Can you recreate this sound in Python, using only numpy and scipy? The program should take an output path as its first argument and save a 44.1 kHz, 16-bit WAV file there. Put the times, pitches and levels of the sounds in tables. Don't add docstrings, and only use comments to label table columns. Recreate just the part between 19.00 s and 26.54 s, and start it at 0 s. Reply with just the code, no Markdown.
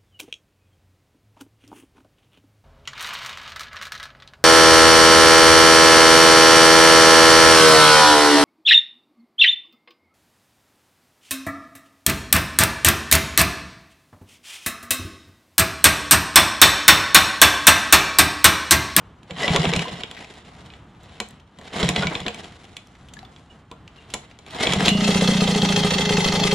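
import sys
import numpy as np
from scipy import signal
from scipy.fft import rfft, irfft
from scipy.io import wavfile
from scipy.ndimage import uniform_filter1d

SR = 44100
rng = np.random.default_rng(int(sys.argv[2]) if len(sys.argv) > 2 else 0)


def store_wav(level_fs):
    pcm = np.round(np.clip(np.atleast_2d(level_fs), -1, 1) * 32767)
    wavfile.write(sys.argv[1], SR, pcm.T.astype(np.int16))


N = 332514
TIME = np.arange(N) / SR
AGE = TIME[:SR // 2]

# (yank [s], arm stops [s], level [dB], run-down [dB/s])
PULLS = [(0.399, 0.72, -29, 48.5), (2.762, 2.988, -29.5, 49), (5.622, 5.878, -29.5, 316)]
YANK_DB_PER_S, TIRE_DB_PER_S = 331, 5.5
# (start [s], end [s], settled whirr [dB], settled hiss [dB])
FADING_WHIRRS = [(1.201, 1.754, -60.5, -69.5), (3.407, 4.54, -67, -71.5), (6.08, 6.603, -47.5, -46.5)]
RUSH_DB, RUSH_HISS_DB, RUSH_S = 15, 12, 0.11
# (start [s], end [s], level [dB])
DRAWS = [(.335, .37, -77), (2.047, 2.3, -56.5), (2.645, 2.74, -52), (4.975, 5.244, -57),
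         (5.547, 5.6, -40.5)]
SLIDE_RISE_DB_PER_S, SLIDE_FALL_DB_PER_S = 223, 104
FLOOR_DB = -77
# (knock time [s], knock [dB], its snap [dB], gulp [dB],
# chuff [dB], chuff lag [s], strain on the starter [dB])
STROKES = [(0.3081, -23.5, -21, -33, -22.5, 0.006, 8), (0.4793, -7.5, -27, -21, -6, 0.025, 4),
           (.561, -6, -14.5, -14.5, -6.5, 0.029, 5), (0.6531, -11, -32, -16, -7.5, 0.018, 1.5),
           (0.7358, -11, -16, -21, -9, 0.029, 1.5), (0.8816, -23, -27, -29, -20.5, 0.037, -1),
           (2.735, -33, -14, -39, -23, .023, -20), (2.8293, -10, -29, -19, -6, 0.0024, 2),
           (2.8893, -6.5, -11.5, -36, -10, 0.01, 5.5), (2.9612, -12, -43, -30, -10.5, .018, -6.5),
           (3.033, -18, -30, -16, -11.5, 0.0185, 5), (3.124, -28, -22, -20, -33, .025, -8),
           (3.203, -24.5, -15, -33.5, -21, 0.0074, -1.5), (3.2641, -14, -31, -28, -48, 0.071, 5),
           (5.67, -9.5, -26, -26.5, -10, 0.019, 7), (5.735, -11.5, -8, -23, -8, .028, 4)]
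LOAD_LEAD_S, LOAD_WIDTH_S = 0.036, 0.023
RELIEF_DB, RELIEF_LAG_S, RELIEF_WIDTH_S = -2.5, 0.029, 0.019
GULP_LEAD_S, GULP_HZ = .013, 460
STROKE_LOW_DB = -6
# (frequency [Hz], level [dB])
WHIRR_TONE = [(710, -36), (1200, -20.5), (1520, -9), (1950, 3.5), (2400, -0.5), (3160, 1.5), (3820, 1.5),
              (4870, -11.5), (6000, -15.5), (7800, -72.5), (13200, -120)]
# (frequency [Hz], level [dB])
RUMBLE_TONE = [(30, -28), (130, -7), (220, -2), (339, -6), (442, -1), (584, -9), (671, -1), (731, -3),
               (1400, -14.5), (1820, -6.5), (3080, -120)]
# (frequency [Hz], level [dB])
CORD_TONE = [(4200, -13.5), (5500, -1), (7400, 0), (8000, -6), (10000, -7.5), (11500, -25), (15000, -31)]
TICK_RATE, TICK_SPREAD_DB = 45, 2.5
TICK_DB, TICK_T60_S = -10.5, 0.023
# (frequency [Hz], level [dB])
RATTLE_MODES = [(680, -5.5), (1020, -3), (1950, 2.5), (2700, -8), (3150, 1.5), (3500, -6), (3950, -3),
                (5300, -11), (7200, -15)]
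RATTLE_RATE, RATTLE_RANGE_DB, RATTLE_DB = 115, 12, -3.5

# (time [s], level [dB], low band [dB], high band [dB])
CLACKS = [(0.231, -42, -4, -11), (0.5252, -22, -14, -26), (0.7626, -12, -6.5, -13), (0.7931, -13, -8, -20),
          (1.009, -27.5, -3.5, -39), (1.035, -19, -8.5, -25), (1.1128, -27, -6, -14),
          (1.702, -35.5, -28, -31.5), (1.737, -35, -21, -26), (2.2014, -13, -6.5, -11),
          (2.5868, -35.5, 1.5, -11), (2.6129, -33, -3, -19), (2.798, -24, -0.5, -10),
          (3.0697, -9.5, -12, -27), (3.1522, -13.5, -6, -29), (3.281, -13, -9, -21), (3.3446, -27, -4, -11),
          (3.767, -23.5, -19, -12.5), (4.137, -34.5, -23, -3.5), (4.362, -36.5, -14, -24),
          (4.714, -31, 3.5, -16.5), (5.138, -14.5, -6, -8), (5.141, -19.5, -6, -4),
          (5.3887, -37.5, -3.5, -11.5), (5.464, -36.5, -21, -12), (5.5473, -24, 0, -22),
          (5.7235, -10, -9.5, -17), (5.806, -9.5, -4, -26), (5.847, -18, -7, -23), (5.859, -8.5, -4, -15),
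          (5.8812, -4.5, -10.5, -17.5), (5.8893, -6, -18, -13.5)]
# (frequency [Hz], level [dB], t60 [s])
HOUSING = [(1986, 4, 0.045), (2280, 6, 0.077), (2500, -0.5, 0.13), (2920, -3, 0.072), (3220, -7, 0.056),
           (4070, 11, 0.029), (7400, -9, 0.099)]
HOUSING_SCATTER_DB = 4
# (frequency [Hz], level [dB], t60 [s])
COWL = [(210.5, -4, 0.28), (352, -10.5, 0.12), (461.6, -3, 0.21), (714, -4.5, 0.17), (1011, 0.5, 0.07),
        (1395, -11, 0.19)]
# (time [s], level [dB])
PAWL_FLINGS = [(0.767, -37), (5.889, -24.5)]
# (frequency [Hz], level [dB], t60 [s])
PAWL = [(2805, -2, .75), (2918, 0, .55), (3004, -9, .45), (7200, -10, .15), (8030, -23, .3),
        (11700, -23, .2), (12300, -27, .2)]
# (time [s], level [dB], ringing pitch [Hz], t60 [s])
TICKS = [(.9286, -26, 2900, .035), (1.1664, -24, 2050, 0.084), (1.204, -28, 2100, 0.032),
         (1.245, -24.5, 2550, .018), (1.3382, -34, 3200, .03), (1.661, -34, 2980, 0.028),
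         (1.947, -41, 2660, 0.018), (2.032, -47, 7460, 0.019), (2.286, -38.5, 7500, 0.016),
         (2.307, -40, 8000, 0.013), (2.398, -41, 3080, 0.035), (2.633, -36, 3300, 0.021),
         (2.651, -36, 3000, .025), (3.3876, -28, 3170, .02), (3.442, -31, 3000, .04),
         (3.4794, -39, 2600, 0.021), (3.6515, -30, 3080, 0.0092), (3.871, -39, 5170, 0.012),
         (3.951, -36, 2400, 0.038), (4.085, -35, 3260, 0.039), (4.51, -48, 2880, 0.035),
         (4.877, -29, 2680, .025), (4.977, -43, 2980, .04), (5.018, -44, 2700, .035),
         (5.1012, -31, 3230, 0.066), (5.312, -33.5, 2300, 0.039), (5.483, -38, 4200, .016),
         (5.507, -27, 3500, 0.021), (5.516, -34, 4300, 0.013)]
# (time [s], length [s], pitch [Hz], glide [octaves/s], level [dB])
SQUEAKS = [(0.422, 0.043, 1960, 1, -21.5), (0.424, 0.032, 728, -12.5, -24.5),
           (0.82, 0.033, 2040, -3.5, -41), (3.019, 0.026, 1407, 3.5, -25.5), (4.497, .025, 2930, -1, -52),
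           (4.972, 0.028, 2950, -5, -49), (5.558, 0.16, 2066, 1, -31), (5.639, 0.031, 632, -15, -24)]

CATCH_S, BITE_RISE_S = 5.825, .007
# (time [s], speed [turns/s])
SPEED = [(5.825, 16.5), (5.92, 28.34), (6.2, 30.56), (6.38, 30.37), (6.5, 28.26), (6.85, 27.46),
         (7.2, 26.1)]
# (from [s], to [s], firing interval [turns])
SPELLS = [(5.8, 6.0, 1), (6.27, 6.34, 1), (6.97, 7.02, 3), (7.31, 7.36, 3)]
# (time [s], clatter [dB], share of the water churned [0-1])
RUN = [(5.8, -15, 0.17), (5.95, -37, 0.13), (6.02, -26.5, 0.1), (6.09, -25.5, 0.4), (6.3, -26, 0.19),
       (6.6, -26.5, 0.8), (7.0, -24.5, 1), (7.54, -25, 1)]
# (time [s], firing thump [dB], firing crack [dB], idle turn's puff [dB])
BURN = [(5.83, -7, -23, -14), (6.06, -5.5, -21, -9), (6.2, -5, -18.5, -6.5), (6.42, -5.5, -19.5, -5.5),
        (6.64, -3.5, -20, -4), (6.8, -3, -18, -5), (6.93, -7, -20.5, -5), (7.17, -3.5, -18.5, -4),
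        (7.27, -6, -20, -5), (7.45, -4, -17.5, -6.5)]
STALE_DB, STALE_CRACK_DB = -1.5, -10
PUFF_SCATTER_DB = 1.2
# (calm pitch [Hz], churned pitch [Hz], calm level [dB], churned level [dB], t60 [s])
BARREL = [(90, 110, -43, -4, 0.016), (196, 177, 5, -0.5, 0.069), (242, 220, -22, -23, 0.0079),
          (406.4, 408, -21, -17, 0.23), (617, 510, -18, -35, 0.13), (747, 850, -33, -15, 0.072)]
# (frequency [Hz], level [dB], t60 [s])
LEG = [(425, 0, .075), (525, -1, .06), (755, -7, .055), (1000, -12, .04), (1270, -9, .05)]
LEG_SCATTER_DB, LEG_DETUNE = 3, .035
GURGLE_DB, IDLE_RISE_S = -22, .0075
# (frequency [Hz], level [dB])
CLATTER_TONE = [(290, -32.5), (500, 2.5), (657, -3), (851, -5.5), (1560, -5.5), (2010, -3), (2260, -4),
                (2610, -3), (4130, -1), (4910, -12), (5350, -8), (7450, -13), (8000, -26.5), (9370, -17),
                (15500, -65)]
# (frequency [Hz], level [dB], t60 [s])
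CASTINGS = [(1224, -5, .12), (1798, -7, .14), (2082, -4, .08), (2600, -1, .1), (2966, -2, .08),
            (3200, 0, .05), (3800, -3, .04), (4137, -7, .1), (4266, -1.5, .16), (4580, -6, .08),
            (5277, -4, .12), (6010, -9, .14), (7500, -8, .03)]
CASTINGS_DB, THROAT_SWELL_DB = -10, 4.5
# (frequency [Hz], level [dB])
JANGLES = [(2050, -20), (2600, -17), (3200, -13), (4150, -11)]
JANGLE_SWELL_DB = 5

# (time [s], pitch [Hz], level [dB], t60 [s])
BLIPS = [(.855, 1007, -26.5, 0.12), (4.168, 1710, -33.5, 0.044), (4.19, 3950, -26, 0.012),
         (4.229, 753, -34.5, 0.07), (4.25, 3490, -32, 0.018)]
# (frequency [Hz], level [dB])
AMBIENCE_TONE = [(15, -32), (25, -15), (65, 3), (174, 0), (418, -11.5), (555, -14), (700, -12.5),
                 (1300, -14.5), (2550, -26.5), (3050, -23.5), (4990, -38), (7540, -40.5), (12000, -53),
                 (15600, -70), (22000, -120)]
# (frequency [Hz], level [dB])
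SIDE_TONE = [(60, -21), (130, -32), (220, -34), (380, -25), (700, -10), (1300, -7), (2400, -13.5),
             (4400, -10.5), (8000, -3), (15000, -1)]
TOP_HZ = 15200


def starter():
    whirr_gain, rumble_gain, cord_gain = cord_work()
    tension = np.clip(whirr_gain / amp(-40), 0, 1)
    slips = grains(rate=700, spread_db=1.0) + .5 * rng.standard_normal(N)
    slips = slips * amp(3.13 * walk(70))
    whirr = unit(colour(slips, WHIRR_TONE))
    touches = signal.fftconvolve(grains(TICK_RATE, TICK_SPREAD_DB), fade(TICK_T60_S, rise=0.00067))[:N]
    metal = noise([(600, -16), (2000, 2.0), (2900, 11.5), (3800, -7), (5000, -30), (8000, -21), (12000, -47)])
    spring = unit(touches * metal)
    scrape = (1 - .3 * tension) * whirr
    scrape = scrape + amp(RATTLE_DB) * tension * rattle()
    scrape = scrape + amp(TICK_DB) * (1 - tension) * spring
    rumble = unit(colour(slips, RUMBLE_TONE))
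    hiss = unit(colour(slips, CORD_TONE))
    return whirr_gain * scrape + rumble_gain * rumble + cord_gain * hiss


def cord_work():
    load_db, relief = 0, 0
    for s, *_, strain_db in STROKES:
        load_db = load_db + strain_db * np.exp(-((TIME - s + LOAD_LEAD_S) / LOAD_WIDTH_S) ** 2)
        relief = relief + np.exp(-((TIME - s - RELIEF_LAG_S) / RELIEF_WIDTH_S) ** 2)
    pull = 0
    for yank, stop, db, fall in PULLS:
        pull = pull + amp(db + swell(yank, stop, YANK_DB_PER_S, TIRE_DB_PER_S, fall))
    pull = pull * amp(RELIEF_DB * relief)
    strain = pull * amp(load_db)
    slide = amp(FLOOR_DB)
    for start, end, db in DRAWS:
        slide = slide + amp(db + swell(start, end, SLIDE_RISE_DB_PER_S, 0, SLIDE_FALL_DB_PER_S))
    hiss = amp(-12.0) * slide
    for start, end, db, hiss_db in FADING_WHIRRS:
        outline = swell(start, end, SLIDE_RISE_DB_PER_S, 0, SLIDE_FALL_DB_PER_S)
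        rush = np.exp(-np.maximum(TIME - start, 0) / RUSH_S)
        slide = slide + amp(db + outline + RUSH_DB * rush)
        hiss = hiss + amp(hiss_db + outline + RUSH_HISS_DB * rush)
    rumble = amp(1.0 + load_db / 2) * pull + amp(2.0) * slide
    return strain + slide, rumble, amp(-12.5) * strain + hiss


def rattle():
    strikes = []
    for _ in range(16):
        modes = [(hz * (1 + .04 * rng.standard_normal()), db, .02) for hz, db in RATTLE_MODES]
        strikes.append(unit(ring(modes, scatter_db=5)))
    out = np.zeros(N)
    for k, (slip, size, which) in enumerate(rng.random((int(RATTLE_RATE * TIME[-1]), 3))):
        strike = strikes[int(which * len(strikes))]
        add(out, (k + slip) / RATTLE_RATE, amp(RATTLE_RANGE_DB * size) * strike)
    return unit(out)


def cranking():
    out = np.zeros(N)
    for s, _, _, gulp_db, chuff_db, lag, _ in STROKES:
        hz = GULP_HZ * (1 + .08 * rng.standard_normal())
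        air = noise([(hz / 4, -30), (hz / 1.13, -10), (hz, 0), (hz * 1.17, -10), (hz * 4, -22),
                     (hz * 10, -42), (15000, -80)])
        add(out, s - GULP_LEAD_S, amp(gulp_db + 5.0) * piece(air) * fade(0.091, rise=0.0094))
        # (pitch [Hz], level [dB], t60 [s], rise [s])
        modes = [(176.7, -3.5, 0.18, 0.0075), (143.7, -4.5, 0.15, 0.011), (88, 2.5, 0.043, 0.011)]
        for hz, mode_db, t60, rise in modes:
            hz *= 1 + .04 * rng.standard_normal()
            tone = np.sin(2 * np.pi * hz * AGE) * fade(t60, rise)
            add(out, s + lag, amp(chuff_db + mode_db) * tone)
    return out


def clacks():
    crack = noise([(700, -24), (1500, -2.5), (2200, -1.5), (3500, 5.5), (4400, -9.0), (6000, -16.0),
                   (12000, -68.0), (15500, -71.0)])
    snap = noise([(3000, -7), (5000, -5.0), (7300, 5.5), (8200, -5.5), (10300, -3.5), (11500, -19.5),
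                  (15500, -23.0)])
    thud = noise([(25, -7), (70, 3.0), (200, 2), (500, 0.5), (1100, -4.0), (2200, -38.0), (6000, -45)])
    contact = 1.25 * fade(.013, rise=.0003) + .11 * fade(.08, rise=.001)
    out = np.zeros(N)
    stroke_knocks = [(s, db, STROKE_LOW_DB, snap_db) for s, db, snap_db, *_ in STROKES]
    for s, db, low_db, high_db in stroke_knocks + CLACKS:
        bright = contact * (piece(crack) + amp(high_db + 5.5) * piece(snap))
        bright = bright + amp(-21.0) * ring(HOUSING, HOUSING_SCATTER_DB)
        dull = amp(-6) * piece(thud) * fade(0.099, rise=0.0033)
        dull = dull + amp(-15.0) * ring(COWL, scatter_db=3.0)
        add(out, s, amp(db) * (amp(-4.0) * bright + amp(low_db) * dull))
    for s, db in PAWL_FLINGS:
        add(out, s, amp(db) * ring(PAWL))
    return out


def ticks():
    out = np.zeros(N)
    slips = grains(rate=1600, spread_db=0.5)
    for s, db, hz, t60 in TICKS:
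        rub = unit(piece(slips)) * fade(t60, rise=.0004)
        tone = [(hz / 6, -20), (hz / 1.5, -6), (hz, 6), (hz * 1.35, -6), (hz * 2.6, -14), (hz * 5, -36)]
        add(out, s, amp(db) * colour(rub, tone))
    return out


def squeaks():
    out = np.zeros(N)
    for s, length, hz, glide, db in SQUEAKS:
        pitch = hz * 2 ** (glide * np.minimum(AGE, length))
        phase = 2 * np.pi * np.cumsum(pitch) / SR
        tone = np.real((.7 + .7 * quiver(width=130)) * np.exp(1j * phase))
        arch = np.sin(np.pi * np.minimum(AGE / length, 1))
        add(out, s, amp(db) * tone * arch)
    return out


def motor():
    clatter_db, churn = curves(RUN)
    burn = curves(BURN)
    boom, slack, bark = np.zeros((3, N))
    for start, period, fired, stale in crank_turns():
        water = np.interp(start, TIME, churn)
        thump_db, crack_db, idle_db = (np.interp(start, TIME, c) for c in burn)
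        if fired:
            crack = amp(crack_db + STALE_CRACK_DB * stale)
            add(bark, start, crack * fade(0.22, rise=0.0014))
            puff = amp(thump_db + STALE_DB * stale) * exhaust(water, rise=0.0053) + crack * leg_crack()
        else:
            puff = amp(idle_db) * exhaust(water, rise=IDLE_RISE_S)
        add(boom, start, amp(PUFF_SCATTER_DB * rng.standard_normal()) * puff)
        # (share of turn, level [dB])
        for phase, bite_db in [(.42, -4), (.62, -5.5)] if fired else [(.58, 0)]:
            lag, size_db = rng.standard_normal(2) * (.025, 1.2)
            add(slack, start + period * (phase + lag), amp(bite_db + size_db) * bite(width=0.0097))
    running = np.clip((TIME - CATCH_S) / .03, 0, 1)
    impacts = (grains(rate=3000, spread_db=2) + .6 * rng.standard_normal(N)) * (slack + .2 * running)
    metal = clatter(impacts)
    scale = np.sqrt(np.mean(running))
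    gas = bark * noise([(100, 14), (450, -1.5), (1100, 1), (2500, -0.5), (6000, -5.5), (7500, -4),
                        (9500, -5.5), (11500, -20.5), (15000, -38)])
    bubbling = running * amp(2 * walk(23)) * noise([(18, -2), (28, 13), (45, -5), (110, 9), (300, 8.5),
                                                    (500, -44), (800, 7.5), (1500, -40), (5000, -64)])
    wet = amp(-34.0) * bubbling + amp(GURGLE_DB) * gurgle(churn)
    return boom + scale * amp(clatter_db) * metal + amp(-8.5) * gas + wet


def crank_turns():
    speed, = curves(SPEED)
    angle = np.cumsum(speed * (TIME >= CATCH_S)) / SR
    turns, wait, stale = [], 0, False
    for i in np.searchsorted(angle, np.arange(angle[-1]), side="right"):
        fired = wait == 0
        if fired:
            wait = next((every for start, end, every in SPELLS if start <= TIME[i] < end), 2)
        turns.append((TIME[i], 1 / speed[i], fired, stale))
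        wait, stale = wait - 1, fired
    return turns


def exhaust(churn, rise):
    out = 0
    for calm_hz, churned_hz, calm_db, churned_db, t60 in BARREL:
        hz = calm_hz + churn * (churned_hz - calm_hz)
        hz = hz * (1 + 0.025 * rng.standard_normal())
        db = calm_db + churn * (churned_db - calm_db)
        out = out - amp(db) * np.sin(2 * np.pi * hz * AGE) * fade(t60, rise)
    return out


def leg_crack():
    modes = [(hz * (1 + LEG_DETUNE * rng.standard_normal()), db, t60) for hz, db, t60 in LEG]
    return ring(modes, LEG_SCATTER_DB) * (1 - np.exp(-AGE / .001))


def bite(width):
    return np.minimum(AGE / BITE_RISE_S, 1) * np.exp(-(AGE / width) ** 2)


def clatter(impacts):
    metal = amp(-1.5) * unit(colour(impacts, CLATTER_TONE)) + jangle(impacts)
    metal = metal + amp(CASTINGS_DB) * unit(signal.fftconvolve(impacts, ring(CASTINGS))[:N])
    throat = unit(colour(impacts, [(400, -26.0), (800, 9.5), (1400, -3.5), (2200, -6.0), (6000, -41.5)]))
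    return metal + amp(-19.5 + THROAT_SWELL_DB * walk(30)) * throat


def jangle(impacts):
    out = 0
    for hz, db in JANGLES:
        peak = [(hz / 2, -45), (hz / 1.12, -16), (hz, 0), (hz * 1.12, -16), (hz * 2, -45)]
        swelling_db = JANGLE_SWELL_DB * np.minimum(walk(45), 1.8)
        out = out + amp(db + swelling_db) * unit(colour(impacts, peak))
    return out


def gurgle(churn):
    out = np.zeros(N)
    for when, pitch, size in rng.random((70, 3)):
        s = CATCH_S + when * (TIME[-1] - CATCH_S)
        hz = 420 * 3 ** pitch
        bubble = fade(40 / hz, rise=0.00085) * np.sin(2 * np.pi * hz * AGE * (1 + 2.0 * AGE))
        add(out, s, amp(-12 * size) * bubble)
    return out * np.sqrt(np.clip(churn, 0, 1))


def blips():
    tick = noise([(1000, -11), (2500, 5), (4500, 0), (9000, -19), (14000, -26)])
    out = np.zeros(N)
    for s, hz, db, t60 in BLIPS:
        tone = fade(t60, rise=0.00084) * np.sin(2 * np.pi * hz * AGE * (1 + 0.44 * AGE))
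        add(out, s, amp(db) * (tone + amp(-8.0) * piece(tick) * fade(0.018, rise=.0005)))
    return out


def ambience():
    return amp(-49.0 + 2 * walk(9.1)) * noise(AMBIENCE_TONE)


def spread(x):
    side = 0
    for _ in range(4):
        taps = rng.standard_normal(len(AGE)) * fade(.012)
        side = side + walk(24) * signal.fftconvolve(x, taps / np.linalg.norm(taps))[:N] / 2
    side = colour(side, SIDE_TONE)
    return np.array([x + side, x - side])


def garage(x, t60, wet_db):
    ears = []
    for _ in range(2):
        tail = rng.standard_normal(len(AGE)) * fade(t60, rise=.004)
        tail = tail / np.linalg.norm(tail)
        tail = colour(tail, [(100, -24), (220, -18), (500, -2), (900, 0), (3500, 0), (8000, -1), (14000, -8)])
        ears.append(amp(wet_db) * signal.fftconvolve(x, tail)[:N])
    return np.array(ears)


def amp(db):
    return 10 ** (np.asarray(db) / 20)


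def unit(x):
    return x / np.sqrt(np.mean(x ** 2))


def curves(table):
    s, *columns = np.transpose(table)
    return [np.interp(TIME, s, c) for c in columns]


def colour(x, points):
    hz, db = np.transpose(points)
    size = 4096
    grid = np.log(np.maximum(np.arange(size // 2 + 1) * SR / size, 1))
    cepstrum = irfft(np.log(amp(np.interp(grid, np.log(hz), db))))
    cepstrum[1:size // 2] *= 2
    cepstrum[size // 2 + 1:] = 0
    response = irfft(np.exp(rfft(cepstrum)))
    return signal.fftconvolve(x, response)[:len(x)]


def noise(points):
    return unit(colour(rng.standard_normal(N), points))


def walk(rate):
    k = int(SR / rate)
    steps = np.repeat(rng.standard_normal(N // k + 1), k)
    return unit(uniform_filter1d(steps, k)[:N])


def fade(t60, rise=0):
    return amp(-60 * AGE / t60) * (1 - np.exp(-AGE / max(rise, 1 / SR)))


def ring(modes, scatter_db=0):
    out = 0
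    for hz, db, t60 in modes:
        gain = amp(db + scatter_db * rng.standard_normal()) * rng.choice([-1, 1])
        out = out + gain * fade(t60) * np.sin(2 * np.pi * hz * AGE)
    return out


def add(track, s, sound):
    i = min(max(int(s * SR), 0), N)
    track[i:i + len(sound)] += sound[:N - i]


def piece(x):
    return x[rng.integers(N - len(AGE)):][:len(AGE)]


def grains(rate, spread_db):
    size = amp(spread_db * np.minimum(rng.exponential(size=N), 4))
    return unit((rng.random(N) < rate / SR) * size * rng.choice([-1, 1], N))


def swell(start, end, rise, sag, fall):
    attack = -rise * np.maximum(start - TIME, 0)
    hold = -sag * np.clip(TIME - start, 0, end - start)
    release = -fall * np.maximum(TIME - end, 0)
    return attack + hold + release


def quiver(width):
    k = max(int(SR / width), 1)
    a, b = uniform_filter1d(uniform_filter1d(rng.standard_normal((2, len(AGE))), k), k)
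    return unit(a) + 1j * unit(b)


def scene():
    outboard = starter() + cranking() + clacks() + ticks() + squeaks() + motor() + blips()
    return spread(outboard + ambience()) + garage(outboard, t60=0.26, wet_db=-8.5)


def record(dry):
    return signal.sosfilt(signal.ellip(10, .2, 80, TOP_HZ, fs=SR, output="sos"), dry)


dry = scene()
out = record(dry)
store_wav(out)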